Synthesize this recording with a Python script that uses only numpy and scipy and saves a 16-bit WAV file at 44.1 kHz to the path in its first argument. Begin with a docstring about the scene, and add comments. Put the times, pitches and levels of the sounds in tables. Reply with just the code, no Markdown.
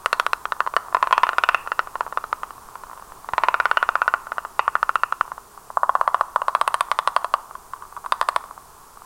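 """A black stork claps its bill in runs of dry, hollow clacks, on a stick nest in a pine forest.
Each clack rings the mouth cavity, bounces off the nest and scatters among the trunks.
Between runs the bill nibbles softly. Twigs tick faintly under the birds and the nest bumps once.
Behind it all lie a soft, steady rush and the hiss of the microphone."""
import sys
import numpy as np
from scipy import signal
from scipy.fft import rfft, irfft, next_fast_len
from scipy.io import wavfile
from scipy.ndimage import uniform_filter1d, minimum_filter1d, map_coordinates

SR = 44100
rng = np.random.default_rng(int(sys.argv[2]) if len(sys.argv) > 2 else 0)


def store_pcm(level_fs):
    """Save levels as 16-bit WAV."""
    pcm = np.round(np.clip(level_fs, -1, 1) * 32767).astype(np.int16)
    wavfile.write(sys.argv[1], SR, np.atleast_2d(pcm).T)


N = 399105

# tone of the steady background rush: pitch_hz, relative_db
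RUSH_TONE = [(25, -4.5), (70, -13.5), (300, -20.5), (410, -13), (540, -20), (1080, -5.5), (2000, -29),
             (4500, -32.5)]
# how loud that rush is over time: time_s, level_db
RUSH_LEVEL = [(0, -44.5), (3.2, -44), (5.5, -46.5)]
# tone of the microphone hiss: pitch_hz, relative_db
HISS_TONE = [(2000, -37), (4400, -6.5), (8800, 0), (15800, -8.5)]
# how long the forest echo takes to fade by 60 dB: pitch_hz, fade_s
ECHO_FADE = [(300, 0.98), (1100, 0.57), (3000, 0.45), (9000, 0.7)]
# each clack of the bill: start_s, strength_db
CLACKS = [(0.059, -2), (0.128, 3.5), (0.197, 1), (0.264, -4), (0.331, -2), (0.453, -8.5), (0.52, -5.5),
          (0.603, -1), (0.663, -12), (0.673, -8.5), (0.737, -14.5), (0.764, 5), (0.925, -18.5),
          (0.946, 1.5), (0.967, -9.5), (1.026, 1), (1.04, -15), (1.071, -8), (1.108, -9), (1.125, 5.5),
          (1.178, 0.5), (1.232, 5), (1.267, -10), (1.29, -4), (1.331, -12.5), (1.382, 0.5), (1.436, 0.5),
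          (1.488, 4.5), (1.544, 1), (1.673, -14.5), (1.717, -6.5), (1.791, -2), (1.871, -19.5),
          (1.954, -12), (2.007, -5.5), (2.064, -17.5), (2.124, -16.5), (2.172, -5), (2.239, -14),
          (2.327, -5), (2.432, -12), (2.505, -20), (2.754, -19.5), (2.835, -21), (2.912, -26), (3.287, -14),
          (3.334, -8), (3.38, -2), (3.435, 0), (3.484, 0), (3.541, -2.5), (3.6, 0), (3.654, 0),
          (3.712, -0.5), (3.77, 2), (3.826, -1), (3.889, -0.5), (3.953, -1.5), (4.017, -1), (4.077, 0.5),
          (4.137, -1), (4.268, -18.5), (4.318, -10), (4.381, -8), (4.449, -14), (4.592, 7), (4.678, -1.5),
          (4.753, 0), (4.828, -0.5), (4.891, -2), (4.955, 0.5), (5.033, 0.5), (5.123, -4.5), (5.209, -1),
          (5.317, -13), (5.378, -19), (5.701, -18.5), (5.77, 0), (5.831, 2.5), (5.892, 1), (5.951, 4),
          (6.011, 4), (6.076, 2.5), (6.143, 4.5), (6.209, 2.5), (6.359, -1.5), (6.417, -8), (6.481, -3),
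          (6.549, -1.5), (6.612, -2), (6.676, -2.5), (6.741, -3.5), (6.807, -3.5), (6.914, -3.5),
          (6.988, -3), (7.074, -2), (7.163, -1.5), (7.244, -8.5), (7.338, -1.5), (7.551, -20), (7.734, -15),
          (7.821, -22), (7.964, -18), (8.06, -14), (8.121, -2), (8.212, -3), (8.286, -3), (8.361, -3.5),
          (8.439, -25)]
# stretches of soft nibbling between runs: start_s, end_s
NIBBLING = [(2.55, 3.25), (7.55, 7.9)]
# overall tone of a clack as heard through the microphone, strongest near 1 kHz,
# with the neck stretched out or the bill tucked to the breast: pitch_hz, stretched_db, tucked_db
CLACK_TONE = [(144, -40, -43), (283, -25, -44.5), (411, -14, -25.5), (690, -6.5, -8.5), (762, -9.5, -9),
              (1016, -3, -2.5), (1481, -4, -7), (1596, -15, -15.5), (1775, -7, -9), (2200, -16.5, -17),
              (2750, -13.5, -15), (3270, -20, -15), (4900, -26.5, -23), (7260, -38, -50),
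              (8630, -34.5, -39), (15200, -48.5, -64.5)]
# the note of the mouth cavity moves as the bird shifts its throat: time_s, pitch_hz
MOUTH_PITCH = [(0.6, 1320), (0.7, 915), (0.765, 1290), (0.94, 1055), (1.24, 990), (1.29, 1430), (1.8, 1350),
               (1.97, 990), (2.25, 1280), (2.7, 1020), (3.49, 920), (3.55, 1474), (4.38, 1376), (4.59, 950),
               (4.75, 1347), (5.21, 1274), (5.35, 940), (6.2, 1156)]
# how the bill's halves meet, from flat and hollow to sharp at the tips:
# time_s, low_knock_db, hard_edge_db, tip_tick_db
CONTACT = [(0.13, -0.5, 7, 7), (0.33, -5, 3.5, 3), (0.66, -6.5, -4.5, -9), (0.765, 0.5, 1, 2.5),
           (0.95, -1.5, -3.5, -2.5), (1.03, -4.5, -1.5, -3.5), (1.5, -2.5, 2, -2.5),
           (1.79, -3.5, -0.5, -10), (2.1, -1, -5, -17), (2.55, -9, -0.5, 5), (3.4, -3.5, -1, -8.5),
           (3.77, -3, -1.5, -7), (4.0, -5, -7, -15), (4.59, -1.5, -2.5, -11), (4.68, -5.5, -9.5, -14),
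           (4.93, -8, -4, -3), (5.3, -9, -7.5, -14), (5.77, 5, -25.5, -7), (6.05, 4, -13, 1.5),
           (6.36, 4, -10.5, 3), (6.55, 2, -4, 8.5), (6.68, 1.5, 0, 20.5), (6.81, -0.5, 2, 20.5),
           (6.92, 1, 2, 12), (7.3, 5, -3, 11), (7.6, -12, -7.5, -2), (7.97, -16, -8.5, 8),
           (8.15, 2.5, 2.5, 15.5)]
# each pose of the head sets the bounce off the nest and the scatter among the trunks:
# start_s, bounce_delay_s, bounce_share, scatter_db, scatter_brightness_db
HEAD_POSES = [(0, 0.0019, 0.26, 1, -4.5), (.9, 0.0029, 0.16, 4, 7.5), (1.6, 0.0022, 0.11, 2.5, 7.5),
              (3.31, .00286, 0.2, 7, 5), (3.57, 0.0014, 0.14, 5, 9), (4.52, 0.00354, 0.12, -0.5, 12.5),
              (5.55, 0.0037, 0.14, 2.5, 6.5), (6.3, 0.0019, 0.42, 7, -3.5)]
# what the bill sends sideways into the forest: pitch_hz, gain_db
SIDEWAYS_TONE = [(600, -3.5), (1080, 5.5), (1450, 0), (3000, -4.5), (4200, -5)]


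def amp(db):
    """Turn decibels into a gain."""
    return 10 ** (np.asarray(db) / 20)


def at_pitch(points, hz):
    """Read (pitch_hz, value) points at the given pitches, on a log scale."""
    pitches, values = np.transpose(points)
    return np.interp(np.log(hz + 1), np.log(pitches), values)


def at_time(table, time_s):
    """Read a table's value columns at a time, gliding between rows."""
    times, *columns = np.transpose(table)
    return [np.interp(time_s, times, column) for column in columns]


def add(track, start_s, sound):
    """Mix a sound into a track."""
    start = max(round(start_s * SR), 0)
    part = track[start:start + len(sound)]
    part += sound[:len(part)]


def struck(gain):
    """The ring of a struck object with this gain at each pitch: a sudden start, then a fade."""
    cepstrum = irfft(np.log(np.maximum(gain, 1e-6)))
    half = len(cepstrum) // 2
    # folding the second half onto the first moves the energy to the start
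    cepstrum[1:half] *= 2
    cepstrum[half + 1:] = 0
    return irfft(np.exp(rfft(cepstrum)))


def filtered(sound, gain_at):
    """Scale each pitch in a sound by gain_at(hz)."""
    size = next_fast_len(N + SR // 2)
    hz = np.fft.rfftfreq(size, 1 / SR)
    return irfft(rfft(sound, size) * gain_at(hz), size)[..., :N]


def noise(tone):
    """Steady noise with the given tone and an average (rms) size of 1."""
    sound = filtered(rng.standard_normal(N), lambda hz: amp(at_pitch(tone, hz)))
    return sound / sound.std()


def microphone_hiss(level_db):
    """The microphone's own thin, steady hiss."""
    return amp(level_db) * noise(HISS_TONE)


def background_rush():
    """A steady background rush with a low rumble and a hollow hump near 1.1 kHz."""
    level_db, = at_time(RUSH_LEVEL, np.arange(N) / SR)
    return amp(level_db) * noise(RUSH_TONE)


def twigs(per_second=7, weakest_db=-8, range_db=8):
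    """Faint dull taps of sticks shifting under the birds."""
    taps = np.zeros(N)
    for place, size in rng.random((int(per_second * N / SR), 2)):
        taps[int(place * N)] = amp(weakest_db + range_db * size)
    hz = np.fft.rfftfreq(1024, 1 / SR)
    stick_db = at_pitch([(150, -37), (1150, 12), (2000, -19), (10000, -49)], hz)
    return signal.fftconvolve(taps, struck(amp(stick_db)))[:N]


def nest_bump(start_s=3.335, gain_db=-23, fade_s=0.0014):
    """One low, dull push through the nest."""
    out = np.zeros(N)
    age = np.arange(SR // 20) / SR / fade_s
    add(out, start_s, amp(gain_db) * age * (2 - age) * np.exp(-age))
    return out


def forest_echo(near_db=-19, near_fade_s=0.039, far_db=-26, echoes_per_s=1400):
    """Sharp little echoes from sticks and branches, then a longer tail among the trunks."""
    t = np.arange(SR // 2) / SR
    sticks = rng.random(len(t)) < echoes_per_s / SR
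    near = sticks * rng.standard_normal(len(t)) * amp(-60 * t / near_fade_s) * (t > .002)
    hz, times, bands = signal.stft(rng.standard_normal(len(t)), SR, nperseg=256)
    fade = amp(-60 * times / at_pitch(ECHO_FADE, hz)[:, None])
    far = signal.istft(bands * fade, SR)[1][:len(t)] * (t > .015)
    return amp(near_db) * near / np.linalg.norm(near) + amp(far_db) * far / np.linalg.norm(far)


def nibbles(per_second=8, strength_db=-27, spread_db=3):
    """The faintest touches of the bill, as rows of start_s, strength_db."""
    return [(start + (end - start) * place, strength_db + spread_db * (2 * size - 1))
            for start, end in NIBBLING
            for place, size in rng.random((int(per_second * (end - start)), 2))]


def grating(hz, blow_db, fade_s=0.0017):
    """Gain per pitch as the bill's edges scrape: a hard blow snaps cleanly, a soft one grates."""
    age = np.arange(2048) / SR / fade_s
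    grit = rng.standard_normal(len(age)) * np.sqrt(age) * np.exp(-age)
    treble = 1 - 1 / (1 + (hz / 2500) ** 4)
    share = treble * np.interp(blow_db, [10, 24], [.85, .35])
    return np.sqrt(1 - share ** 2) + share * rfft(grit / np.linalg.norm(grit))


def contact_db(hz, time_s, blow_db, hard_blow_db=34.5):
    """Where and how squarely the bill's halves meet sets the mix of knock, edge and tick."""
    knock_db, edge_db, tick_db = at_time(CONTACT, time_s)
    # a gentle blow stays in contact longer: more knock, less edge
    softness_db = max(hard_blow_db - blow_db, 0)
    knock_db += 0.21 * softness_db
    edge_db -= 0.24 * softness_db
    tone = [(650, knock_db), (950, 0.0047), (1550, 0), (2300, edge_db), (5500, edge_db), (8000, tick_db)]
    return at_pitch(tone, hz)


def mouth_ring(hz, time_s, boost_db=8.5, width_hz=110):
    """The air in the mouth boosts one note, which makes the clack hollow."""
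    pitch_hz, = at_time(MOUTH_PITCH, time_s)
    return np.sqrt(1 + amp(boost_db) ** 2 / (1 + ((hz - pitch_hz) / width_hz) ** 2))


def clack_tone_db(hz, time_s, tuck_s=5.5, vary_db=3.1):
    """A clack's overall tone through the microphone; its high notes differ at every blow."""
    tone = [(pitch, tucked if time_s > tuck_s else stretched) for pitch, stretched, tucked in CLACK_TONE]
    ripple = map_coordinates(rng.standard_normal(SR // 200), [hz / 330])  # a new value every 330 Hz
    high_notes = np.interp(hz, [1400, 2000], [0, 1])
    return at_pitch(tone, hz) + vary_db * high_notes * ripple


def bill_clapping(base_blow_db=27.5, closing_s=0.0015, uneven_s=0.00025, lead_s=0.002, dull_hz=3000):
    """The bill snaps shut: each blow rings the mouth, then echoes off the nest and the trees."""
    out = np.zeros(N)
    hz = np.fft.rfftfreq(2048, 1 / SR)
    bright_band = np.exp(-((hz - 2700) / 560) ** 2)
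    delay = lambda seconds: np.exp(-2j * np.pi * hz * seconds)
    to_sound = lambda spectrum: irfft(spectrum * delay(lead_s))[:SR // 40]
    for touch_s, strength_db in [*CLACKS, *nibbles()]:
        time_s = touch_s + closing_s + uneven_s * rng.standard_normal()  # moment of full contact
        blow_db = base_blow_db + strength_db
        mouth = mouth_ring(hz, time_s)
        tone = amp(blow_db + clack_tone_db(hz, time_s) + contact_db(hz, time_s, blow_db))
        clack = rfft(struck(mouth * tone)) * grating(hz, blow_db)
        pose = [row for row in HEAD_POSES if row[0] <= time_s][-1]
        _, bounce_s, bounce_share, scatter_db, brightness_db = pose
        # the nest throws the clack back duller; the bill swings a little between blows
        swing = 1 + .02 * rng.standard_normal()
        bounce = bounce_share * delay(bounce_s * swing) / (1 + (hz / dull_hz) ** 2)
        add(out, time_s - lead_s, to_sound(clack * (1 + bounce)))
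        # the mouth aims its ring forward, so less of it reaches the trunks
        sideways_db = at_pitch(SIDEWAYS_TONE, hz) + scatter_db + brightness_db * bright_band
        sideways = clack * np.sqrt(mouth.max() / mouth) * amp(sideways_db)
        add(out, time_s - lead_s, signal.fftconvolve(to_sound(sideways), forest_echo()))
    return out


def scene():
    """All reaches one microphone; left is slightly quieter and differs from right by a little hiss."""
    mono = bill_clapping() + twigs() + nest_bump() + background_rush() + microphone_hiss(level_db=-54)
    side = microphone_hiss(level_db=-72)
    left = amp(-.5) * (mono + side)
    return np.array([left, mono - side])


def record(dry, ceiling=0.87, hold_s=0.0009, top_hz=15900):
    """A fast limiter holds the loud clacks at one height; everything above top_hz is cut."""
    size = int(hold_s * SR)
    needed_gain = np.minimum(1, ceiling / (np.abs(dry).max(axis=0) + 1e-9))
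    smooth_gain = uniform_filter1d(minimum_filter1d(needed_gain, 2 * size + 1), size)
    return filtered(dry * smooth_gain, lambda hz: hz < top_hz)


dry = scene()
out = record(dry)
store_pcm(out)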